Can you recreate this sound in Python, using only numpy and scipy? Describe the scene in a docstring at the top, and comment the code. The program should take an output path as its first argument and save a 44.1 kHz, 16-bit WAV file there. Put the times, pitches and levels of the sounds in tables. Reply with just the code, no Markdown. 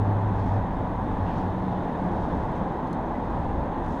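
"""Tyre roar and a receding heavy vehicle's drone, heard from open water under a high road bridge.
Wheels shake the deck overhead; light wind rumbles on the microphone.
Ripples hiss and wash softly, tiny bubbles burst, and an angler's reel ticks a few times.
The electronics of a body-worn camera add a very faint pulsing whine."""
import sys
import numpy as np
from scipy import signal
from scipy.io import wavfile

SR = 44100
rng = np.random.default_rng(int(sys.argv[2]) if len(sys.argv) > 2 else 0)


def int16_out(signal):
    """Quantize to a 16-bit WAV file."""
    q = np.round(np.clip(np.atleast_2d(signal).T, -1, 1) * 32767)
    wavfile.write(sys.argv[1], SR, q.astype(np.int16))


N = 176400
TIME_S = np.arange(N) / SR
CUTOFF_HZ = 14200


def from_db(db):
    """Decibels to gain."""
    return 10 ** (np.asarray(db) / 20)


def unit_rms(x):
    """Scale to rms 1."""
    return x / np.sqrt(np.mean(x ** 2) + 1e-20)


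def in_time(rows):
    """Interpolate (time [s], values...) rows to every sample."""
    times_s, *columns = np.transpose(rows)
    return [np.interp(TIME_S, times_s, column) for column in columns]


def drift(rate_hz):
    """Smooth random wander, rms about 1."""
    hop, settle = 40, 2000
    pole = np.exp(-2 * np.pi * rate_hz * hop / SR)
    white = rng.standard_normal(N // hop + settle + 2)
    slow = signal.lfilter([1], [1, -2 * pole, pole * pole], white)[settle:]
    return np.interp(np.arange(N) / hop, np.arange(len(slow)), unit_rms(slow))


def butter(x, hz, kind, order=2):
    """Butterworth filter."""
    return signal.sosfilt(signal.butter(order, hz, kind, fs=SR, output="sos"), x)


def resonance(x, hz, width_hz):
    """Two-pole band-pass."""
    r = np.exp(-np.pi * width_hz / SR)
    return signal.lfilter([1, 0, -1], [1, -2 * r * np.cos(2 * np.pi * hz / SR), r * r], x)


def ring(clicks, hz, t60_s):
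    """Damped mode: a unit click starts a sine of height 1."""
    r = from_db(-60 / (t60_s * SR))
    w = 2 * np.pi * hz / SR
    return signal.lfilter([0, np.sin(w)], [1, -2 * r * np.cos(w), r * r], clicks + 1e-18)


def banded_noise(spectrum, low_hz, high_hz, flicker_db, bands):
    """Noise in log-spaced bands, each flickering on its own; rms 1."""
    hz, db = np.transpose(spectrum)
    edges_hz = np.geomspace(low_hz, high_hz, bands + 1)
    white = rng.standard_normal((2, N + SR))
    out = 0
    for k, band_hz in enumerate(zip(edges_hz, edges_hz[1:])):
        level_db = np.interp(np.mean(np.log(band_hz)), np.log(hz), db) + flicker_db * drift(rate_hz=7)
        out += from_db(level_db) * butter(white[k % 2], band_hz, "band", order=3)[SR:]
    return unit_rms(out)


def pops(per_s, spread_db, max_db):
    """Impulses of random time, size and sign."""
    size_db = np.minimum(rng.exponential(spread_db, N), max_db)
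    signs = rng.choice([-1, 1], N)
    return from_db(size_db) * signs * (rng.random(N) < per_s / SR)


def whine():
    """Thin electronic tones, gated in slightly uneven bursts."""
    # tones: (frequency [Hz], rms while on [dB])
    tones = [(6440, -75.5), (12890, -83.5)]
    pulse_hz, duty, jitter_cycles, wander_hz = 48.2, .45, .09, 35
    cycles = pulse_hz * TIME_S + jitter_cycles * drift(rate_hz=20)
    gate = butter(1.0 * (cycles % 1 < duty), hz=440, kind="low")
    out = 0
    for hz, db in tones:
        phase = 2 * np.pi * np.cumsum(hz + wander_hz * drift(rate_hz=40)) / SR
        out += np.sqrt(2) * from_db(db) * np.sin(phase)
    return gate * out


def crackle():
    """Tiny bubbles burst close by."""
    bursts = pops(per_s=110, spread_db=3, max_db=9)
    return from_db(-87) * unit_rms(butter(bursts + 1e-18, hz=(5000, 12000), kind="band"))


def ripples():
    """Countless far ripples merge into a faint, gently swelling hiss."""
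    # hiss spectrum: (frequency [Hz], relative density [dB])
    spectrum = [(2600, -2), (2950, -2), (3500, 0), (3950, -5.5), (4550, -12.5), (5400, -15), (7000, -24),
                (8000, -18), (8700, -26.5), (9500, -21.5), (11000, -29.5), (12300, -27), (14000, -34)]
    # hiss swell: (time [s], gain [dB])
    swell = [(0, 0), (.85, -0.5), (1.3, 0.8), (2.1, 1), (2.55, 0.5), (3.0, -1.4), (3.4, 0.5), (3.7, -1.5),
             (4, .5)]
    swell_db, = in_time(swell)
    hiss = banded_noise(spectrum, low_hz=2647, high_hz=CUTOFF_HZ, flicker_db=.8, bands=14)
    return from_db(-61.5 + swell_db) * hiss


def washes():
    """Each wash is a swell of tiny droplets fizzing around one pitch."""
    # Gaussian swells: (peak time [s], sigma [s], peak rms [dB], centre [Hz])
    swells = [(.41, .042, -64, 3800), (.5, .06, -67.5, 5000), (1.308, .04, -54, 2450),
              (1.388, .048, -65, 4400), (2.25, .2, -71, 5000), (2.575, .018, -69, 5700),
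              (3.92, .06, -67, 5700)]
    out = 0
    for peak_s, sigma_s, db, hz in swells:
        droplets = pops(per_s=2500, spread_db=3.6, max_db=14.4)
        fizz = butter(resonance(droplets, hz, width_hz=.45 * hz), 1.5 * hz, "low")
        envelope = np.exp(-.5 * ((TIME_S - peak_s) / sigma_s) ** 2)
        out += from_db(db) * envelope * unit_rms(fizz)
    return out


def plip():
    """One small bubble rings briefly at the waterline."""
    peak_s, sigma_s, pitch_hz = 3.155, .008, 2000
    offset_s = TIME_S - peak_s
    envelope = np.exp(-.5 * (offset_s / sigma_s) ** 2)
    return from_db(-44) * envelope * np.sin(2 * np.pi * pitch_hz * offset_s)


def reel():
    """Reel and line tick: dry cracks, the harder ones ringing the reel's modes."""
    # ticks: (time [s], strength [dB], crack low edge [Hz], crack high edge [Hz], ring gain [dB])
    ticks = [(1.081, -49, 3200, 5800, -14), (1.381, -48, 4800, 8000, -10), (1.387, -47, 3600, 7000, -10),
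             (1.396, -49, 3400, 6000, -14), (2.291, -50, 4000, 6400, -10),
             (2.5205, -50.5, 7000, 10600, -20), (2.8717, -46, 9600, 11200, -5),
             (2.875, -51, 4800, 7400, -10), (2.8815, -55, 9800, 11400, -15), (2.9295, -43, 3700, 11000, 0),
             (2.9335, -49, 4200, 8400, -6), (2.9465, -52, 7700, 8700, -10), (3.859, -56, 8500, 12500, -15),
             (3.885, -54, 4800, 11500, -12)]
    # reel modes: (frequency [Hz], gain [dB], t60 [s])
    modes = [(4240, -5, .02), (4800, -13, .008), (6280, -10, .02), (7800, -19, .01), (10350, -11, .008),
             (10950, -15, .007)]
    scuff_decay_s, scuff_gain_db = .0015, -2.5
    knocks, cracks = np.zeros(N), 0
    for start_s, db, low_hz, high_hz, ring_db in ticks:
        age_s = TIME_S - start_s
        envelope = (age_s >= 0) * np.exp(-np.minimum(np.abs(age_s) / scuff_decay_s, 20))
        scuff = envelope * rng.standard_normal(N)
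        cracks += from_db(db + scuff_gain_db) * butter(scuff, [low_hz, high_hz], "band", order=3)
        knocks[int(start_s * SR)] = from_db(db + ring_db)
    ringing = sum(from_db(db) * ring(knocks, hz, t60_s) for hz, db, t60_s in modes)
    return butter(cracks + ringing, hz=11400, kind="low", order=8)


def wind():
    """Gusts on the microphone make a lumpy low rumble."""
    # gusts: (time [s], rms [dB])
    gusts = [(0, -38.5), (.6, -32), (1.35, -33.5), (1.7, -38), (2.5, -33.5), (2.95, -44.5), (3.55, -27),
             (3.75, -36.5), (3.87, -29.5), (4, -41)]
    # rumble spectrum: (frequency [Hz], relative density [dB])
    spectrum = [(12, -7), (27, 1.5), (44, -5), (62, -3), (80, -1.5), (130, -11), (300, -42.5), (900, -84.5)]
    gust_db, = in_time(gusts)
    return from_db(gust_db) * banded_noise(spectrum, low_hz=11.73, high_hz=748, flicker_db=1.5, bands=9)


def deck():
    """Wheels shake the bridge's low resonances; each swells on its own."""
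    # deck resonances: (centre [Hz], width [Hz], rms [dB])
    modes = [(59.7, 57, -40.5), (112.8, 12, -44), (173.5, 17.8, -42.5), (288, 121, -38)]
    swell_db = 1.5
    out = 0
    for hz, width_hz, db in modes:
        shake = butter(rng.standard_normal(N + SR), [hz - width_hz / 2, hz + width_hz / 2], "band")[SR:]
        out += from_db(db + swell_db * drift(rate_hz=2.6)) * unit_rms(shake)
    return out


def engines():
    """Only the firing tones carry from afar; they sink in pitch and fade, roughened by echoes."""
    # exhaust note of the receding vehicle: (time [s], pitch [Hz], rms [dB])
    exhaust = [(0, 101.8, -23.5), (.13, 101.9, -24), (.21, 101.5, -27.5), (.28, 101.5, -24),
               (.34, 101, -30), (.49, 98.8, -27.5), (.59, 100.4, -26.5), (.7, 98.4, -43.5), (.77, 97, -48),
               (.82, 96.8, -34.5), (.91, 96.85, -39.5), (1.0, 96.2, -32), (1.07, 97, -37),
               (1.12, 96.6, -33), (1.165, 94.1, -44), (1.21, 94.7, -31), (1.29, 94.4, -32), (1.36, 95, -46),
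               (1.43, 93.6, -28.5), (1.49, 93.3, -32), (1.57, 93.55, -41.5), (4, 88.1, -69)]
    # higher engine drone: (time [s], pitch [Hz], rms [dB])
    drone = [(0, 194, -42.5), (.6, 189.6, -39), (1.25, 192.6, -43), (1.44, 188.5, -34), (1.53, 186.4, -42),
             (1.62, 185.2, -33), (1.87, 181.8, -35), (1.96, 183, -39.5), (2.06, 183.4, -30),
             (2.17, 182.5, -34), (2.3, 179, -46), (4, 180.2, -71)]
    wobble, flutter_db, echo_gain, echo_rate_hz = .012, .1, .22, 25
    out = 0
    for curve in (exhaust, drone):
        hz, db = in_time(curve)
        phase = 2 * np.pi * np.cumsum(hz * (1 + wobble * drift(rate_hz=6.1))) / SR
        echoes = drift(echo_rate_hz) * np.sin(phase) + drift(echo_rate_hz) * np.cos(phase)
        amplitude = np.sqrt(2) * from_db(db + flutter_db * drift(rate_hz=7.5))
        out += amplitude * (np.sin(phase) + echo_gain * echoes)
    return out


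def tyres():
    """Many tyres merge into a roar, dulled by distance above about 900 Hz."""
    # roar spectrum: (frequency [Hz], relative density [dB])
    spectrum = [(130, -3), (185, 2), (220, -2), (280, -1), (340, -10), (400, -6.5), (620, -6), (750, -3),
                (900, -2), (1030, -7), (1270, -19), (1600, -19.5), (1950, -24.5), (2250, -33.5),
                (2600, -34)]
    # traffic flow: (time [s], gain [dB])
    flow = [(0, 1), (.55, 1.16), (.9, -0.26), (1.4, 1.3), (1.6, -0.3), (2.0, 2), (2.6, 0.87), (3.4, 0.66),
            (4, 0)]
    flow_db, = in_time(flow)
    roar = banded_noise(spectrum, low_hz=102.55, high_hz=2672, flicker_db=.56, bands=30)
    return from_db(-30.5 + flow_db) * roar


def scene():
    """Bridge, wind, water, reel and whine, summed to mono."""
    bridge = tyres() + deck() + engines()
    return (bridge + wind() + ripples() + washes() + crackle() + plip() + reel() + whine())[None]


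def record(dry):
    """Steep elliptic low-pass."""
    return signal.sosfilt(signal.ellip(10, .1, 80, CUTOFF_HZ, fs=SR, output="sos"), dry)


dry = scene()
out = record(dry)
int16_out(out)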